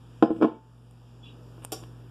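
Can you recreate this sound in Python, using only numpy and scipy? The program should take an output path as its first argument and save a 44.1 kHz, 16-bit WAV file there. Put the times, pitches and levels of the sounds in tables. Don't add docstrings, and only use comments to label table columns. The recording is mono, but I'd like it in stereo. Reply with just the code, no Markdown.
import sys
import numpy as np
from scipy import signal
from scipy.fft import rfft, irfft, next_fast_len
from scipy.io import wavfile

SR = 44100
rng = np.random.default_rng(int(sys.argv[2]) if len(sys.argv) > 2 else 0)


def undo_db(level):
    steps = np.asarray(level, float) / 20
    return 10 ** steps


def put_to_file(sound):
    columns = np.atleast_2d(sound).T
    safe = np.clip(columns, -1, 1)
    whole_steps = np.round(safe * 32767)
    wavfile.write(sys.argv[1], SR, whole_steps.astype(np.int16))


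N = 92610

BRUSH_RIGHT_LAG_S = 0.00008


def rms_one(x):
    return x / np.sqrt(np.mean(x ** 2) + 1e-20)


def since(s):
    return np.arange(N) / SR - s


def at_hz(points, hz):
    table_hz, value = np.transpose(points)
    return np.interp(np.log(hz), np.log(table_hz), value)


def band(x, low_hz, high_hz):
    return signal.sosfilt(signal.butter(2, [low_hz, high_hz], "band", fs=SR, output="sos"), x)


def body_low_cut(x):
    return signal.sosfilt(signal.butter(4, 217, "high", fs=SR, output="sos"), x)


def drift(rate_hz):
    hop = 40
    r = np.exp(-2 * np.pi * rate_hz * hop / SR)
    noise = rng.standard_normal(N // hop + 2002)
    slow = signal.lfilter([1], [1, -2 * r, r * r], noise)[2000:]
    return np.interp(np.arange(N) / hop, np.arange(len(slow)), rms_one(slow))


def ring(clicks, hz, t60):
    r, w = undo_db(-60 / (t60 * SR)), 2 * np.pi * hz / SR
    return signal.lfilter([0, np.sin(w)], [1, -2 * r * np.cos(w), r * r], clicks + 1e-18)


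def pan(db):
    return undo_db([[db / 2], [-db / 2]])


def late(x, side, s):
    out = x.copy()
    out[side] = np.interp(since(s), since(0), x[side])
    return out


def air():
    # f/Hz, level/dB per Hz
    spectrum = [(30, -43), (60, -11), (150, -16.5), (300, -9.5), (700, -24.5), (1800, -29.5), (5000, -37.5),
                (14500, -46)]
    # f/Hz, correlation
    likeness = [(60, 0.68), (300, 0.58), (1000, 0.1), (4000, 0.093)]
    level_db, patchy_db = -10, 1.32
    out, edges = 0, 30 * 2 ** np.arange(0, 9.1, .5)
    white = rng.standard_normal((2, 2, N))
    for k, (low, high) in enumerate(zip(edges, edges[1:])):
        mid, side = band(white[k % 2], low, high)
        hz = np.sqrt(low * high)
        alike = np.clip(at_hz(likeness, hz), -1, 1)
        stereo = np.sqrt(1 + alike) * mid + np.sqrt(1 - alike) * side * [[1], [-1]]
        out = out + undo_db(at_hz(spectrum, hz) + patchy_db * drift(1.8)) * stereo
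    return undo_db(level_db) * rms_one(out)


def hum():
    # f/Hz, left level/dB, right level/dB, right phase lag/rad
    lines = [(55.8, -38.5, -7, 2.1), (119.2, 1, -7.5, -0.96), (165.2, -14.5, -16.5, 0.57),
             (238.5, -13.5, -14.5, 1.32), (493, -22.5, -32, 0.47)]
    waver_db = .6
    out = np.zeros((2, N))
    for hz, left_db, right_db, lag in lines:
        level = np.sqrt(2) * undo_db([[left_db], [right_db]]) * undo_db(waver_db * drift(1.8))
        out += level * np.sin(2 * np.pi * hz * since(0) - np.array([[0], [lag]]))
    return out


def squeak():
    # t/s, length/s, f/Hz, level/dB, pan/dB
    slips = [
        (1.226, .045, 3400, -54, 3),
        (1.254, .03, 2775, -55, 2),
        (1.278, .02, 2915, -58, 2),
        (1.24, .03, 3850, -65, 2),
        (1.278, .04, 3790, -66, 4),
        (1.295, .025, 2760, -64, 0),
    ]
    level_db, wobble_hz, rub_db = -0.5, 17.8, -9
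    out = np.zeros((2, N))
    rub = rms_one(band(rng.standard_normal((2, N)), 2400, 3760))
    for s, length, hz, db, pan_db in slips:
        shape = np.sin(np.pi * np.clip(since(s) / length, 0, 1)) ** .7
        phase = 2 * np.pi * np.cumsum(hz + wobble_hz * drift(56.0)) / SR
        level = undo_db(db + level_db + 2 * drift(81))
        out += level * shape * (np.sin(phase) + undo_db(rub_db) * rub) * pan(pan_db)
    return out


def clicks():
    # t/s, level/dB, dull part relative level/dB, pan/dB
    snaps = [(0.911, -55, -3, 13), (1.6235, -66, 16, 1), (1.626, -66, 17, 1), (1.6282, -62, 13, 0),
             (1.629, -64, 14, 2), (1.633, -61, -6, 2), (1.6365, -55.5, 9, 12), (1.64, -59, 7, 9),
             (1.644, -47, -18, 20), (1.6489, -25.5, -6.5, 10.5), (1.6526, -37, -21, 11),
             (1.8325, -68, 18, 7), (1.8372, -65, 25, 5), (1.839, -67.5, 24.5, 8), (1.8385, -78, 14, 6)]
    # f/Hz, level/dB, t60/s
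    dull_modes = [(800, 1.5, 0.0035), (1500, -13, 0.0015), (2650, 6, 0.0011)]
    # f/Hz, level/dB, t60/s
    bright_modes = [(6200, -27, 0.0023), (8680, 6, 0.003), (11750, -14.5, 0.0092)]
    dull, bright = np.zeros((2, 2, N))
    for s, db, dull_db, pan_db in snaps:
        dull[:, int(s * SR)] += undo_db(db + dull_db) * pan(pan_db)[:, 0]
        bright[:, int(s * SR)] += undo_db(db) * pan(pan_db)[:, 0]
    scratch_from_s, scratch_to_s, scratch_per_s, scratch_db = 1.62, 1.648, 1500, -58
    during = (since(scratch_from_s) > 0) * (since(scratch_to_s) < 0)
    scratch = during * (rng.random((2, N)) < scratch_per_s / SR) * rng.standard_normal((2, N))
    dull += undo_db(scratch_db) * scratch[0]
    bright += undo_db(scratch_db - 7.5) * scratch[1]
    out = np.zeros((2, N))
    for impulses, modes in ((dull, dull_modes), (bright, bright_modes)):
        for hz, db, t60 in modes:
            out += undo_db(db) * ring(impulses, hz, t60)
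    return late(out, 1, BRUSH_RIGHT_LAG_S)


def tap():
    # f/Hz, level/dB, t60/s
    rim_modes = [(329, 5, 0.06), (429.5, -5.5, 0.09), (600, -1.5, 0.036), (747, -8.5, 0.067),
                 (1119, -13.5, 0.066), (1410, -16.5, 0.03), (2940, -3.5, 0.0063), (5490, -4, 0.015),
                 (5400, -1, 0.024), (5770, 2.5, 0.025), (7070, 0, 0.0081), (8920, 6.5, 0.005),
                 (10300, 1, 0.0044)]
    tap_s, tap_db, chatter_s, pan_db = 1.7195, -30, 0.018, 6
    hiss_db, hiss_from_hz = 0.5, 3300
    t = since(tap_s)
    envelope = (t > 0) * np.exp(-(t / chatter_s) ** 2)
    chatter = envelope * rng.standard_normal((len(rim_modes) + 2, N))
    chatter[:2] *= np.exp(-np.abs(t) / 0.0022)
    hiss = undo_db(hiss_db) * signal.lfilter(*signal.butter(1, hiss_from_hz, "high", fs=SR), chatter[-2:])
    chatter /= np.sqrt((chatter ** 2).sum(axis=1, keepdims=True))
    body = sum(undo_db(db) * ring(c, hz, t60) for (hz, db, t60), c in zip(rim_modes, chatter))
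    return late(undo_db(tap_db) * pan(pan_db) * (body_low_cut(body) + hiss), 1, BRUSH_RIGHT_LAG_S)


def knocks():
    # t/s, level/dB, contact cut-off f/Hz, crack level/dB
    impacts = [(0.2245, -5.5, 1700, 7), (0.233, -17.5, 905, 9), (.245, -23, 900, -1),
               (0.257, -29.5, 1200, -1), (0.266, -30.5, 505, -6), (.281, -36, 500, -7),
               (0.296, -30, 494, -15), (0.3042, -16.5, 593, -24), (.313, -26, 800, -16),
               (.362, -26, 400, 5), (0.386, -27.5, 300, -15), (.404, -23.5, 454, -8),
               (0.4125, -17.5, 800, 3), (.4195, -23, 1800, -1.5), (0.4226, -12.5, 1500, 6),
               (0.4242, -26, 1600, -4), (0.4287, -15, 1850, 7), (0.4341, -11.5, 800, -4),
               (0.4434, -12, 1400, -1.5), (.451, -23, 1410, -5), (0.455, -42, 900, -5),
               (0.473, -29, 800, -12), (0.499, -49, 900, -11.5), (0.558, -40.5, 500, -26),
               (1.579, -43.5, 1300, -6), (1.594, -51, 910, -16), (1.825, -46, 1200, -8)]
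    # f/Hz, level/dB, t60/s
    body_modes = [(187.7, -9, 0.15), (237, -7, 0.11), (322.4, 0.5, 0.077), (463.5, -6, 0.066),
                  (567.4, -15.5, 0.066), (670, -11, 0.054), (817, -15, 0.089), (421, 2.5, 0.0092),
                  (1054, -11, 0.05), (1321, -12.5, 0.027), (1440, -7, 0.014), (1712, -8.5, 0.015),
                  (2266, -9, 0.023), (2980, -27, 0.011)]
    # t/s, f/Hz, level/dB, t60/s
    long_rings = [
        (.443, 883, -44, .62),
        (.308, 326, -24, .2),
        (.225, 7950, -74, .5),
        (.3045, 8040, -74, .5),
        (.36, 7900, -74, .4),
        (.41, 8010, -72, .3),
        (.225, 5000, -53, .15),
        (.232, 5350, -58, .12),
        (.33, 12000, -76, .4),
    ]
    scatter_cycles, mode_pan_db, knock_pan_db, left_lag_s = 0.21, .8, 1.7, 0.00014
    crack_db, crack_t60_s, crack_rise_s = -21.5, 0.023, .0012
    rattle_db, rattle_t60_s, grit_top_db = -43.5, 0.28, -15.5

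    blows, cracks = np.zeros((len(body_modes), 2, N)), np.zeros((2, N))
    spread = rng.normal(0, 1, (len(impacts), 3, len(body_modes)))
    t = np.arange(300) / SR
    for (s, db, cut_hz, crack_rel_db), (chance, wait, side) in zip(impacts, spread):
        contact = t * np.exp(-2 * np.pi * cut_hz * t)
        contact = contact / contact.sum()
        for m, (hz, _, _) in enumerate(body_modes):
            i = int((s + scatter_cycles * abs(wait[m]) / hz) * SR)
            strength = undo_db(db + 2.5 * chance[m]) * pan(mode_pan_db * side[m])
            blows[m, :, i:i + 300] -= strength * contact
        fade = -60 * np.abs(since(s))
        crack = undo_db(crack_db + crack_rel_db + fade / crack_t60_s)
        rattle = undo_db(rattle_db + fade / rattle_t60_s)
        cracks += undo_db(db) * (crack + rattle) * np.clip(since(s) / crack_rise_s, 0, 1)

    out = body_low_cut(sum(undo_db(db) * ring(blow, hz, t60) for (hz, db, t60), blow in zip(body_modes, blows)))
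    grit = cracks * rng.standard_normal((2, N))
    out += band(grit, 1200, 3340)
    out += undo_db(grit_top_db) * signal.lfilter([.5], [1, -.5], grit)
    for s, hz, db, t60 in long_rings:
        impulse = 1. * (np.arange(N) == int(s * SR))
        out += undo_db(db) * ring(impulse, hz, t60) * pan(1.5)
    return late(out * pan(knock_pan_db), 0, left_lag_s)


def kitchen(x):
    t60_s, wall_cut_hz, side_from_hz, build_up_s = 0.3, 6000, 410, 0.0028
    t = np.arange(int(.6 * SR)) / SR
    mid, side = rng.standard_normal((2, len(t))) * np.clip(t / build_up_s, 0, 1) ** 2
    side = signal.lfilter(*signal.butter(2, side_from_hz, "high", fs=SR), side)
    dull = signal.lfilter(*signal.butter(1, wall_cut_hz, fs=SR), [mid + side, mid - side])
    tail = rms_one(dull * undo_db(-60 * t / t60_s)) / np.sqrt(len(t))
    return signal.fftconvolve(x, tail, axes=1)[:, :N]


def scene():
    # t/s, level/dB
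    ride_points = [(0, -47), (0.222, -45.5), (.25, -44), (.28, -55), (.39, -44), (.43, -53.5), (0.5, -53.5),
                   (.75, -50), (1.0, -48), (1.25, -46), (1.45, -44.5), (1.62, -43.5), (1.699, -45.5),
                   (1.85, -43), (2.1, -45)]
    ride = undo_db(np.interp(since(0), *np.transpose(ride_points)))
    dish, rim, wet_clicks, far = knocks(), tap(), clicks(), squeak()
    to_room = undo_db(-14.5) * dish + undo_db(-8.5) * rim + undo_db(-19.5) * wet_clicks + undo_db(-5) * far
    return dish + rim + wet_clicks + far + kitchen(to_room) + ride * (hum() + air())


def roll_off(x):
    return signal.sosfilt(signal.butter(12, 14640, fs=SR, output="sos"), x)


def record(dry):
    share, lag_s, from_hz, to_hz, top_hz = .78, 0.0004801, 426, 8500, 13500
    size = next_fast_len(N + 4096)
    hz = np.arange(size // 2 + 1) * SR / size
    delay = np.exp(-2j * np.pi * hz * lag_s)
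    cross = share * delay * hz ** 2 / (hz ** 2 + from_hz ** 2) / (1 + (hz / to_hz) ** 4.0)
    wide = dry - irfft(rfft(dry[::-1], size) * cross, size)[:, :N]
    wide = signal.sosfilt(signal.butter(12, top_hz, fs=SR, output="sos"), wide)
    return roll_off(wide)


dry = scene()
out = record(dry)
put_to_file(out)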